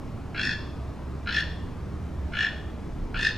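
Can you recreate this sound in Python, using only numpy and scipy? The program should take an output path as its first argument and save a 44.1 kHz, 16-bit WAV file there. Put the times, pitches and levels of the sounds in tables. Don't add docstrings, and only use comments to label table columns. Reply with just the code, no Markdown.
import sys
import numpy as np
from scipy import signal
from scipy.fft import rfft, irfft
from scipy.io import wavfile
from scipy.ndimage import uniform_filter1d

SR = 44100
rng = np.random.default_rng(int(sys.argv[2]) if len(sys.argv) > 2 else 0)


def master(y):
    cut = np.clip(np.atleast_2d(y).T, -1, 1)
    pcm = np.round(cut * 32767)
    wavfile.write(sys.argv[1], SR, pcm.astype(np.int16))


def invert_db(level):
    return 10 ** (np.asarray(level, dtype=float) / 20)


N = 148617


def evened(x):
    return x / np.sqrt(np.mean(abs(x) ** 2) + 1e-20)


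def read(points, hz):
    f, value = np.transpose(points)
    return np.interp(np.log(hz + 1), np.log(f + 1), value)


def add(mix, s, sound):
    part = mix[round(s * SR):][:len(sound)]
    part += sound[:len(part)]


def slow(t, top_hz):
    rates = np.geomspace(.3, top_hz, 16)
    return evened(sum(np.sin(2 * np.pi * (f * t + rng.random())) / np.sqrt(f) for f in rates))


# (frequency [Hz], level [dB per Hz])
RUMBLE_SPECTRUM = [(18, -10), (30, 1), (41, -22.5), (68, -2.5), (141, -10), (259, -12), (450, -19),
                   (620, -35.5), (900, -81)]
# (frequency [Hz], level [dB per Hz])
WASH_SPECTRUM = [(350, -28), (600, -1), (777, -5), (843, -4.5), (1120, -6.5), (1640, -13.5), (3810, -24),
                 (5970, -28), (15500, -44.5)]
# (frequency [Hz], likeness [0-1])
PORT_LIKENESS = [(60, .9998), (300, .985), (700, .97), (1500, .95), (3000, .87), (6000, .78), (9000, .88),
                 (12000, .97)]
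# (frequency [Hz], lead [rad])
PORT_LEAD = [(30, -0.4), (70, 0.16), (140, 0.29), (280, 0.99), (430, 1.0), (560, 0.34), (690, -0.21),
             (2000, 0.5)]
# (frequency [Hz], left over right [dB])
PORT_TILT = [(60, -1.2), (180, -2.2), (550, 0.99), (1650, 1.0), (4970, 0.0), (15000, 0.0)]
RUMBLE_DB, WASH_DB = -36.5, -48.5


def traffic(spectrum, level_db, patchy_db, swell_db):
    frames, hz = N // 512 + 5, np.fft.rfftfreq(2048, 1 / SR)
    a, b, c, d, patches = rng.standard_normal((frames, 1025, 5)).T
    patches = uniform_filter1d(patches, size=6, axis=0)
    patches = evened(uniform_filter1d(patches, size=8, axis=1))
    same = np.clip(read(PORT_LIKENESS, hz), 0, 1)[:, None]
    common, private = a + 1j * b, c + 1j * d
    port = (invert_db(read(PORT_TILT, hz) / 2) * np.exp(.5j * read(PORT_LEAD, hz)))[:, None]
    left = common * port
    right = (same * common + np.sqrt(1 - same ** 2) * private) / port
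    swell = swell_db * slow(np.arange(frames) * 512 / SR, 3.1)
    z = np.array([left, right]) * invert_db(read(spectrum, hz)[:, None] + patchy_db * patches + swell)
    noise = signal.istft(z, nperseg=2048, noverlap=1536)[1][:, 512:N + 512]
    return invert_db(level_db) * evened(noise)


def fine(t, curve):
    return np.interp(np.arange(N) / SR, t, curve)


def tone(hz):
    return np.sqrt(2) * np.sin(2 * np.pi * np.cumsum(hz) / SR)


# (frequency [Hz], level [dB rms], waver [share of pitch], swell [dB])
SIDE_ORDERS = [(30.3, -67.5, 0.021, -15), (85, -49, 0.044, 6), (118.3, -50, 0.0382, 1),
               (170, -51, 0.0317, -4)]
# (time [s], frequency [Hz], level [dB rms])
MAIN_ORDER = [(0.0, 73.4, -47), (0.03, 73.6, -47), (0.46, 72.3, -72), (0.58, 68.95, -40), (1.88, 66.1, -41),
              (2.01, 73.9, -35.5), (2.14, 67.5, -36), (2.26, 68.7, -31.5), (2.38, 70.8, -62),
              (2.6, 66.45, -34.5), (2.99, 65.3, -44), (3.37, 67, -55)]


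def drone():
    t = np.arange(0, N + 400, 400) / SR
    tones = np.zeros(N)
    for hz, db, waver, swell_db in SIDE_ORDERS:
        level = invert_db(db + swell_db * fine(t, slow(t, 8)))
        tones += level * tone(hz * (1 + waver * fine(t, slow(t, 6))))
    s, hz, db = np.transpose(MAIN_ORDER)
    pitch = fine(t, np.interp(t, s, hz) * (1 + .02 * slow(t, 7.3)))
    level = invert_db(fine(t, np.interp(t, s, db) + 2.1 * slow(t, 5.9)))
    tones += level * tone(pitch)
    return tones * invert_db(np.array([[-.6], [.6]]))


# (delay [s], left level [dB], right level [dB])
BRANCHES = [
    (.0042, -14, -9),
    (.0072, -10, -17),
    (.019, 2, -3),
    (.027, -35.5, -9),
]
# (frequency [Hz], decay t60 [s], left-right likeness [0-1])
TREE_DECAY = [(1000, 0.51, 0.92), (1750, 0.5, 0.98), (3500, 0.69, 0.81), (6000, 0.67, .6),
              (10000, 0.17, .3)]
TREES_DB, TREES_RISE_S = -0.5, 0.011
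NEAR_LEAVES_DB, NEAR_LEAVES_S = 1.5, 0.032
OPPOSED_HZ = 10600


def trees(x):
    taps = np.zeros((2, SR))
    at = np.arange(200, SR - 20, 20) + rng.integers(0, 20, (2, (SR - 201) // 20))
    np.put_along_axis(taps, at, rng.choice([-1., 1.], at.shape), 1)
    hz, t, z = signal.stft(taps, SR, nperseg=256)
    table = np.array(TREE_DECAY)
    alike = np.clip(read(table[:, ::2], hz), 0, 1)[:, None]
    z[1] = alike * z[0] + np.sqrt(1 - alike ** 2) * z[1]
    decay = invert_db(-60 * t / read(table[:, :2], hz)[:, None])
    tail = signal.istft(z * decay, SR, nperseg=256)[1][:, :SR]
    s = np.arange(SR) / SR
    tail *= np.minimum(s / TREES_RISE_S, 1) * (1 + invert_db(NEAR_LEAVES_DB) * np.exp(-s / NEAR_LEAVES_S))
    tail *= invert_db(TREES_DB) / np.linalg.norm(tail[0])
    tail[:, 0] = 1
    for delay, left_db, right_db in BRANCHES:
        tail[:, round(delay * SR)] += invert_db(np.array([left_db, right_db]))
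    lag = np.pi * np.minimum(np.arange(SR // 2 + 1) / OPPOSED_HZ, 1.2) ** 4
    tail[1] = irfft(rfft(tail[1]) * np.exp(-1j * lag), SR)
    return signal.fftconvolve(x[None], tail, axes=1)[:, :N]


def whitened(x):
    z = rfft(x)
    smooth_power = uniform_filter1d(abs(z) ** 2, size=7)
    return evened(irfft(z / np.sqrt(smooth_power + 1e-9), len(x)))


GAP_FIRST_S, GAP_LAST_S, GAP_SETTLE = .0135, .0205, 2.2
FLUTTER_DB, FLUTTER_S = 0, .0026
UNEVEN_DB, RASP_DB = 2, -9


def throat(at, shut, first_db):
    u = np.arange(500) / SR / FLUTTER_S
    burst = u ** 0.66 * np.exp(-u)
    noise = rng.standard_normal((13, 500))
    size_db = UNEVEN_DB * rng.standard_normal(12)
    size_db[0] += first_db
    rasp = invert_db(RASP_DB) * np.gradient(rng.standard_normal(len(shut))) * 2
    drive = rasp * (np.arange(len(shut)) / SR < at[-1]) * (1 - shut) ** 2
    for n, s in enumerate(at):
        click = whitened(burst * (noise[12] + invert_db(FLUTTER_DB) * noise[n]))
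        add(drive, s, invert_db(size_db[n]) * click)
    return drive


def resonate(x, hz, width):
    turn = np.exp(2j * np.pi * np.cumsum(hz) / SR)
    r = np.exp(-np.pi * width / SR)
    return 2 * (turn * signal.lfilter([(1 - r) ** 2], [1, -2 * r, r * r], x / turn)).real


# (open frequency [Hz], width [Hz], level [dB], extra at the onset [dB],
# pitch at the onset [share of open])
TRACT = [(1489, 285, -6.5, 17, 0.995), (1759, 168, 8, -10, 0.967), (2200, 290, -26, -5, 1.18),
         (2467, 570, -6.5, 7, 0.92), (2805, 260, -6.5, 5, 1.052), (3217, 330, -12, 5, 0.96),
         (3534, 290, -7.5, -2, 0.915), (4280, 530, -10.5, 2, 0.95), (5207, 400, -15, -10, 1),
         (6060, 780, -25, 15, 0.33), (6700, 1600, -27, -9, 0.85), (9400, 2900, -33.5, -11, .98),
         (11800, 2500, -60, -22.5, 0.76)]
WANDER, WANDER_DB, WANDER_HZ = .02, 2.2, 25


def windpipe(drive, shut, bright_db):
    t = np.arange(len(drive)) / SR
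    rung = np.zeros(len(drive))
    for n, (hz, width, db, onset_db, low) in enumerate(TRACT):
        level_db = db + onset_db * shut + bright_db * (hz / 1000 - 4.5)
        level_db = level_db + WANDER_DB * slow(t, WANDER_HZ) * (n > 1)
        glide = hz * (1 - (1 - low) * shut + WANDER * slow(t, WANDER_HZ) * (n != 1))
        rung += (-1) ** n * resonate(drive * invert_db(level_db) / np.sqrt(width / 100), glide, width)
    return rung


# (start [s], count [clicks], effort [dB], first click level [dB], brightness [dB per kHz])
CROAKS = [
    (.345, 9.57, -16, -1.5, 1),
    (1.258, 9.48, -17, -6, 0.5),
    (2.32, 9.45, -17.5, -10, 0.2),
    (3.142, 9.44, -16, -0.8, 1.08),
]
ONSET_DB, PEAK_AT, END_DB = -11, 0.65, -7
BLOOM = 2.12


def croak(clicks, effort_db, first_db, bright_db):
    k = np.arange(round(clicks))
    gaps = GAP_LAST_S - (GAP_LAST_S - GAP_FIRST_S) * np.exp(-k / GAP_SETTLE)
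    at = np.cumsum(gaps) - gaps
    t = np.arange(round(.3 * SR)) / SR
    shut = np.clip(1 - t / (PEAK_AT * at[-1]), 0, 1) ** BLOOM
    late = np.clip((t / at[-1] - PEAK_AT) / (1 - PEAK_AT), 0, 2) ** 2
    drive = 2 * throat(at, shut, first_db) * invert_db(ONSET_DB * shut + END_DB * late)
    return invert_db(effort_db) * windpipe(drive, shut, bright_db)


def scene():
    road = traffic(RUMBLE_SPECTRUM, RUMBLE_DB, patchy_db=1.5, swell_db=-0.08)
    road += traffic(WASH_SPECTRUM, WASH_DB, patchy_db=1.4, swell_db=-0.04)
    bird = np.zeros(N)
    for start, *manner in CROAKS:
        add(bird, start, croak(*manner))
    bird_pan = invert_db(np.array([[.3], [-.3]]))
    return road + drone() + trees(bird) * bird_pan


def band_limit(x):
    return signal.sosfilt(signal.butter(12, 15630, fs=SR, output="sos"), x)


def record(dry):
    edge = signal.firwin(1023, 15680, window=("kaiser", 9), fs=SR)
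    mix = signal.oaconvolve(dry, edge[None], "same")
    return band_limit(mix)


dry = scene()
out = record(dry)
master(out)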